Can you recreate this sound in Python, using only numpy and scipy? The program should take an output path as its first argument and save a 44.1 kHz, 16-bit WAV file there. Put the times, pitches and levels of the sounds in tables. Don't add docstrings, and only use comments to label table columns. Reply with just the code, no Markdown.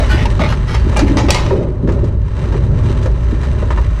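import sys
import numpy as np
from scipy import signal
from scipy.fft import rfft, irfft
from scipy.io import wavfile

SR = 44100
rng = np.random.default_rng(int(sys.argv[2]) if len(sys.argv) > 2 else 0)


def wav_record(signal):
    frames = np.transpose(np.atleast_2d(signal))
    bounded = np.clip(frames, -1, 1)
    quanta = np.round(bounded * 32767).astype(np.int16)
    wavfile.write(sys.argv[1], SR, quanta)


N = 176400


def amp(db):
    return 10 ** (np.asarray(db) / 20)


def unit_rms(x):
    return x / np.sqrt(np.mean(x ** 2) + 1e-20)


def read(points, hz):
    f, value = np.transpose(points)
    return np.interp(np.log(hz + 1), np.log(f + 1), value)


def level(points):
    return amp(np.interp(np.arange(N) / SR, *np.transpose(points)))


def add(mix, start_s, sound):
    at = round(start_s * SR)
    sound = sound[max(-at, 0):]
    part = mix[max(at, 0):][:len(sound)]
    part += sound[:len(part)]


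def noise(size):
    return rng.standard_normal(size)


def coloured(x, db_at):
    hz = np.fft.rfftfreq(len(x), 1 / SR) + 1
    return unit_rms(irfft(rfft(x) * amp(db_at(hz)), len(x)))


def octaves(hz):
    return np.log2(np.clip(hz, 300, 10000) / 2000)


def ripple(hz, depth_db=7, spacing_hz=61.54):
    return depth_db * np.interp(hz / spacing_hz, np.arange(1024), noise(1024))


def mode(t, hz, db, t60):
    return amp(db - 60 * t / t60) * np.sin(2 * np.pi * (hz * t + rng.random()))


def knock(colour, rise_s, fall_s):
    t = np.arange(32768) / SR
    envelope = np.minimum(t / rise_s, 1) * np.exp(-np.maximum(t - rise_s, 0) / fall_s)
    return coloured(noise(len(t)), colour) * envelope


# (frequency [Hz], gain [dB])
SWAY_COLOUR = [(8, -75), (27, 2.5), (45, -34), (120, -130)]

def sway():
    return amp(-29.5) * coloured(noise(N), lambda f: read(SWAY_COLOUR, f))


def cavity(centre_hz, width_hz, steadiness=0.47):
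    band = coloured(noise(N), lambda f: -20 * np.log10(1 + ((f - centre_hz ** 2 / f) / width_hz) ** 2))
    envelope = abs(signal.hilbert(band))
    steadied = band / (envelope + 0.036) ** steadiness
    return coloured(steadied, lambda f: -20 * np.log10(1 + (f / 600) ** 2))


# (time [s], relative level [dB])
DEEP_BOOM_LEVEL = [(0, -8), (.3, -13), (.7, -15.5), (1.0, -11), (1.45, -14.5), (1.65, -18.5), (1.95, -15),
                   (2.25, -17), (2.5, -13.5), (3.65, -12.5), (3.85, -11)]
UPPER_BOOM_LEVEL = [(0, -21), (.45, -19.5), (.9, -20.5), (1.5, -19), (1.7, -23), (2.05, -16), (2.3, -24.5),
                    (2.78, -14), (2.95, -19.5), (3.5, -23.5), (4, -23.5)]

def boom():
    deep = amp(-1) * level(DEEP_BOOM_LEVEL) * cavity(centre_hz=57.1, width_hz=24.7)
    upper = amp(3) * level(UPPER_BOOM_LEVEL) * cavity(centre_hz=100.2, width_hz=59.7)
    return deep + upper


# (frequency [Hz], gain [dB])
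PANEL_COLOUR = [(90, -6), (160, 4), (200, -3), (245, 2.5), (300, -4.5), (385, 3), (470, -8.5), (590, -3),
                (690, -19), (860, -16), (1200, -22.5), (1800, -44.5), (14000, -120)]
# (time [s], relative level [dB])
DRUM_LEVEL = [(0, -24.5), (.5, -23.5), (.62, -31.5), (.82, -28.5), (.98, -18.5), (1.4, -21), (1.62, -16),
              (1.76, -27), (1.95, -18.5), (2.25, -34.5), (2.43, -24.5), (2.9, -24), (3.25, -28.5),
              (3.65, -25.5), (4, -35.5)]

def drumming():
    return amp(-1.5) * level(DRUM_LEVEL) * coloured(noise(N), lambda f: read(PANEL_COLOUR, f))


# (time [s], relative level [dB])
GRIT_LEVEL = [(0, -28.5), (.6, -34.5), (1.0, -32), (1.5, -32.5), (1.76, -43.5), (2.0, -37), (2.2, -43),
              (2.4, -34.5), (2.72, -37), (2.87, -32.5), (3.04, -34), (3.13, -39), (3.27, -34.5), (4, -35)]
# (frequency [Hz], gain [dB])
CRUNCH_COLOUR = [(200, -12), (560, 4), (720, -13), (950, 0), (1350, -4), (1800, -10), (2200, -18),
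                 (3000, -17), (4400, -22), (5200, -26), (7500, -29), (10000, -43), (12500, -49),
                 (14500, -48), (16000, -64)]

def grit(grains_per_s=900, spread_db=2, scatter_s=0.00096, clump_hz=21.9, fizz_hz=1700):
    grains = noise(N) * amp(spread_db * np.minimum(rng.exponential(1, N), 4))
    grains *= rng.random(N) < grains_per_s / SR
    t = np.arange(1024) / SR
    scatter = noise(len(t)) * np.exp(-t / scatter_s)
    crunch = unit_rms(signal.oaconvolve(grains, scatter)[:N])
    clumps = amp(coloured(noise(N), lambda f: -20 * np.log10(1 + (f / clump_hz) ** 2 + (5 / f) ** 2)))
    hiss = 0.9 * noise(N)
    sound = coloured(crunch + hiss, lambda f: read(CRUNCH_COLOUR, f) + ripple(f, depth_db=3.5))
    low = irfft(rfft(sound) / (1 + (np.fft.rfftfreq(N, 1 / SR) / fizz_hz) ** 4), N)
    load = level(GRIT_LEVEL)
    fizz = (sound - low) * (load / amp(-37)) ** 0.6
    return load * clumps * (low + fizz)


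# (time [s], level [dB], brightness [dB/octave])
STONE_HITS = [(0.523, -19.5, -1), (0.887, -33, -5), (0.926, -25.5, -0.5), (1.508, -22.5, -8),
              (1.874, -28, -1.5), (1.889, -22.5, -2), (1.92, -33.5, 2.5), (2.041, -36, 3),
              (2.44, -29.5, -.5), (2.523, -28.5, 0), (2.543, -27.5, -3), (2.899, -33.5, 2.5),
              (3.028, -33.5, 4), (3.057, -26.5, 1), (3.114, -37, 0.5), (3.432, -25.5, 0.5),
              (3.622, -27.5, -2), (3.705, -18, -2.5), (3.775, -21, -3), (3.784, -28.5, -7)]
# (frequency [Hz], gain [dB])
STONE_KNOCK_COLOUR = [(150, -18), (550, 6), (720, -3), (1000, 7), (1750, -3), (2300, -6.5), (5300, -16),
                      (7500, -20.5), (11000, -37.5), (15000, -51.5)]
# (frequency [Hz], level [dB], t60 [s])
WHEEL_GUARD_MODES = [(943, -3, .1), (1220, -7.5, 0.11), (1766, -5, 0.052)]

def stones(mix):
    for start_s, db, bright_db in STONE_HITS:
        colour = lambda f: read(STONE_KNOCK_COLOUR, f) + bright_db * octaves(f)
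        sound = knock(colour, rise_s=0.0011, fall_s=0.017)
        t = np.arange(len(sound)) / SR
        for hz, mode_db, t60 in WHEEL_GUARD_MODES:
            detuned_hz = hz * (1 + 0.021 * noise(1))
            envelope = amp(mode_db + bright_db * octaves(hz) - 60 * t / t60)
            sound += envelope * np.sin(2 * np.pi * detuned_hz * t)
        add(mix, start_s, amp(db) * sound)


# (time [s], level [dB], centre [Hz], fall time [s])
JOLTS = [(0.136, -12.5, 253, 0.011), (0.216, -10.5, 222, 0.012), (.394, -14.5, 206, 0.069),
         (.863, -15.5, 253, 0.027), (1.003, -20.5, 602, 0.031), (1.509, -12, 475, 0.088),
         (1.833, -10, 218, 0.029), (1.872, -15, 392, 0.046), (2.03, -13.5, 360, 0.016),
         (2.545, -19.5, 407, 0.052), (2.899, -15, 282, 0.01), (3.056, -14, 510, 0.017),
         (3.322, -14, 283, 0.014), (3.621, -18.5, 530, 0.013)]

def thumps(mix, half_width_octaves=0.38):
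    for start_s, db, hz, fall_s in JOLTS:
        band_db = lambda f: -10 * np.log10(1 + (np.log2(f / hz) / half_width_octaves) ** 4)
        thump = knock(lambda f: read(PANEL_COLOUR, f) + band_db(f), rise_s=0.0057, fall_s=fall_s)
        add(mix, start_s, amp(db) * thump)


# (frequency [Hz], t60 [s])
FRAME_RING = [(200, 0.084), (900, 0.8), (2500, 0.58), (6000, 0.49), (8500, 0.27), (15000, 0.7)]
# (frequency [Hz], relative level [dB], full t60 [s])
FRAME_MODES = [(595, -3.5, 0.32), (855, -6.5, 0.83), (1213, 2.5, 0.14), (2134, -24.5, .4),
               (2930, -11, 0.28), (4040, -20.5, 0.16), (5420, -16.5, .45), (5895, -23.5, 0.51)]

def frame_blow(spectrum, bright_db, crack_db, sustain, crack_s=0.0055):
    size = 32768
    t = np.arange(size) / SR
    colour = lambda f: read(spectrum, f) + bright_db * octaves(f) + ripple(f)
    hz, when, bands = signal.stft(coloured(noise(size), colour), SR, nperseg=256)
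    decay = amp(-60 * when / (sustain * read(FRAME_RING, hz)[:, None]))
    ring = signal.istft(bands * decay, SR)[1][:size]
    modes = sum(mode(t, f, db + bright_db * octaves(f), sustain * t60) for f, db, t60 in FRAME_MODES)
    crack = coloured(noise(size), colour) * amp(crack_db) * np.exp(-(t / crack_s) ** 2)
    attack = np.minimum(t / 0.000074, 1)
    return (ring + amp(-6.5) * modes + crack) * attack


# (time [s], length [s], level [dB], brightness [dB/octave], jingle [dB], pitch [Hz])
RATTLE_BOUTS = [(-.03, 0.075, -19, -2, -13, 1926), (0.086, 0.074, -20, -0.5, 5.5, 1486),
                (0.159, 0.092, -26, -2.2, -14, 1555), (0.397, 0.086, -19, -3, -10, 1180),
                (.479, 0.047, -26, 0.8, -9, 1798), (0.669, 0.12, -26, -1.5, -5, 1950),
                (1.063, 0.045, -30.5, 0, 5.5, 2087), (1.17, 0.023, -23, -13, 3, 3080)]
# (frequency [Hz], gain [dB])
RATTLE_COLOUR = [(200, -16), (550, 9.5), (700, -1.5), (950, -4), (1900, 0.5), (2800, -3.5), (4000, -9.5),
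                 (6100, -12.5), (7200, -21.5), (11000, -24.5), (12500, -38), (14500, -42)]
# (frequency [multiple of its pitch], level [dB])
FITTING_MODES = [(1, 1), (1.037, -5), (1.993, -8), (2.272, -6.5), (2.94, -10), (3.269, -6.5)]

def rattles(mix, blows_per_s=460, spread_db=2, jingle_t60_s=0.11, top_hz=5500):
    for start_s, length_s, db, bright_db, jingle_db, pitch_hz in RATTLE_BOUTS:
        progress = np.arange(0, 1, 1 / (length_s * SR))
        size = len(progress)
        swell = np.sin(np.pi * progress ** 0.81) ** 0.7
        blows = rng.choice([-1, 1], size) * amp(spread_db * noise(size))
        blows *= rng.random(size) < blows_per_s / SR
        ring = frame_blow(RATTLE_COLOUR, bright_db, crack_db=8.0, sustain=0.37)
        t = np.arange(len(ring)) / SR
        jingle = np.zeros(len(t))
        for ratio, mode_db in FITTING_MODES:
            hz = pitch_hz * ratio
            envelope = amp(jingle_db + mode_db - 60 * t / jingle_t60_s)
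            jingle += envelope * np.sin(2 * np.pi * hz * t) / (1 + (hz / top_hz) ** 4)
        chatter = signal.fftconvolve(blows * swell, ring + jingle)
        bout_rms = np.sqrt(np.sum(chatter ** 2) / size + 1e-20)
        add(mix, start_s, amp(db) * chatter / bout_rms)


# (time [s], level [dB], brightness [dB/octave], crack against ring [dB], ring time [share of full])
FRAME_CLANKS = [(.2555, -16, -1, -9, 0.13), (.394, -20.5, -5, -8, 0.6), (.748, -30, -1.5, 13, 0.69),
                (.964, -15, -4, -28, 0.52), (.969, -28, 9.5, 6, 0.48), (.992, -16, -0.5, -27, 0.25),
                (1.171, -14, -2.8, -19, 0.3), (1.183, -18.5, -1.5, -18, 0.54), (1.285, -16, -5, 0, 0.73),
                (1.305, -19, 2.5, 15.5, 1), (1.3455, -17, 0, 3, 0.47), (1.357, -25.5, -2, -12, 0.5),
                (1.462, -29, -3.5, 3, 1)]
# (frequency [Hz], gain [dB])
CLANK_COLOUR = [(150, -22), (400, -2.5), (600, 0), (700, -1.5), (850, 4.5), (1200, -4.5), (1400, -8),
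                (2000, -3), (3000, -4), (4000, -7.5), (5000, -7.5), (6100, -10), (7000, -15), (8500, -17),
                (10500, -29.5), (12300, -48), (13300, -40.5), (15500, -48)]

def clanks(mix):
    for start_s, db, bright_db, crack_db, sustain in FRAME_CLANKS:
        add(mix, start_s, amp(db) * frame_blow(CLANK_COLOUR, bright_db, crack_db, sustain))


# (time [s], level [dB])
BAR_HITS = [(1.014, -1.5), (1.096, -3), (1.152, -5), (1.228, -7)]
# (frequency [Hz], level [dB], t60 [s])
GRID_BAR_MODES = [(206.7, -8, 0.28), (249, -1, 0.075), (281.9, -1, .2), (322, 0, .13), (599.6, -17, 0.056)]

def cattle_grid(mix, rise_s=0.021):
    t = np.arange(16384) / SR
    attack = np.minimum(t / rise_s, 1)
    for start_s, db in BAR_HITS:
        ring = sum(mode(t, *row) for row in GRID_BAR_MODES)
        add(mix, start_s, amp(db) * ring * attack)


def scene():
    mix = sway() + boom() + drumming() + grit()
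    clanks(mix)
    stones(mix)
    thumps(mix)
    cattle_grid(mix)
    rattles(mix)
    return mix[None]


def record(dry):
    ceiling, edge_hz = 0.78, 15400
    rounded = dry / (1 + (dry / ceiling) ** 6) ** (1 / 6)
    lowpass = signal.firwin(511, edge_hz, window=("kaiser", 9), fs=SR)
    return signal.oaconvolve(rounded, lowpass[None], "same")


dry = scene()
out = record(dry)
wav_record(out)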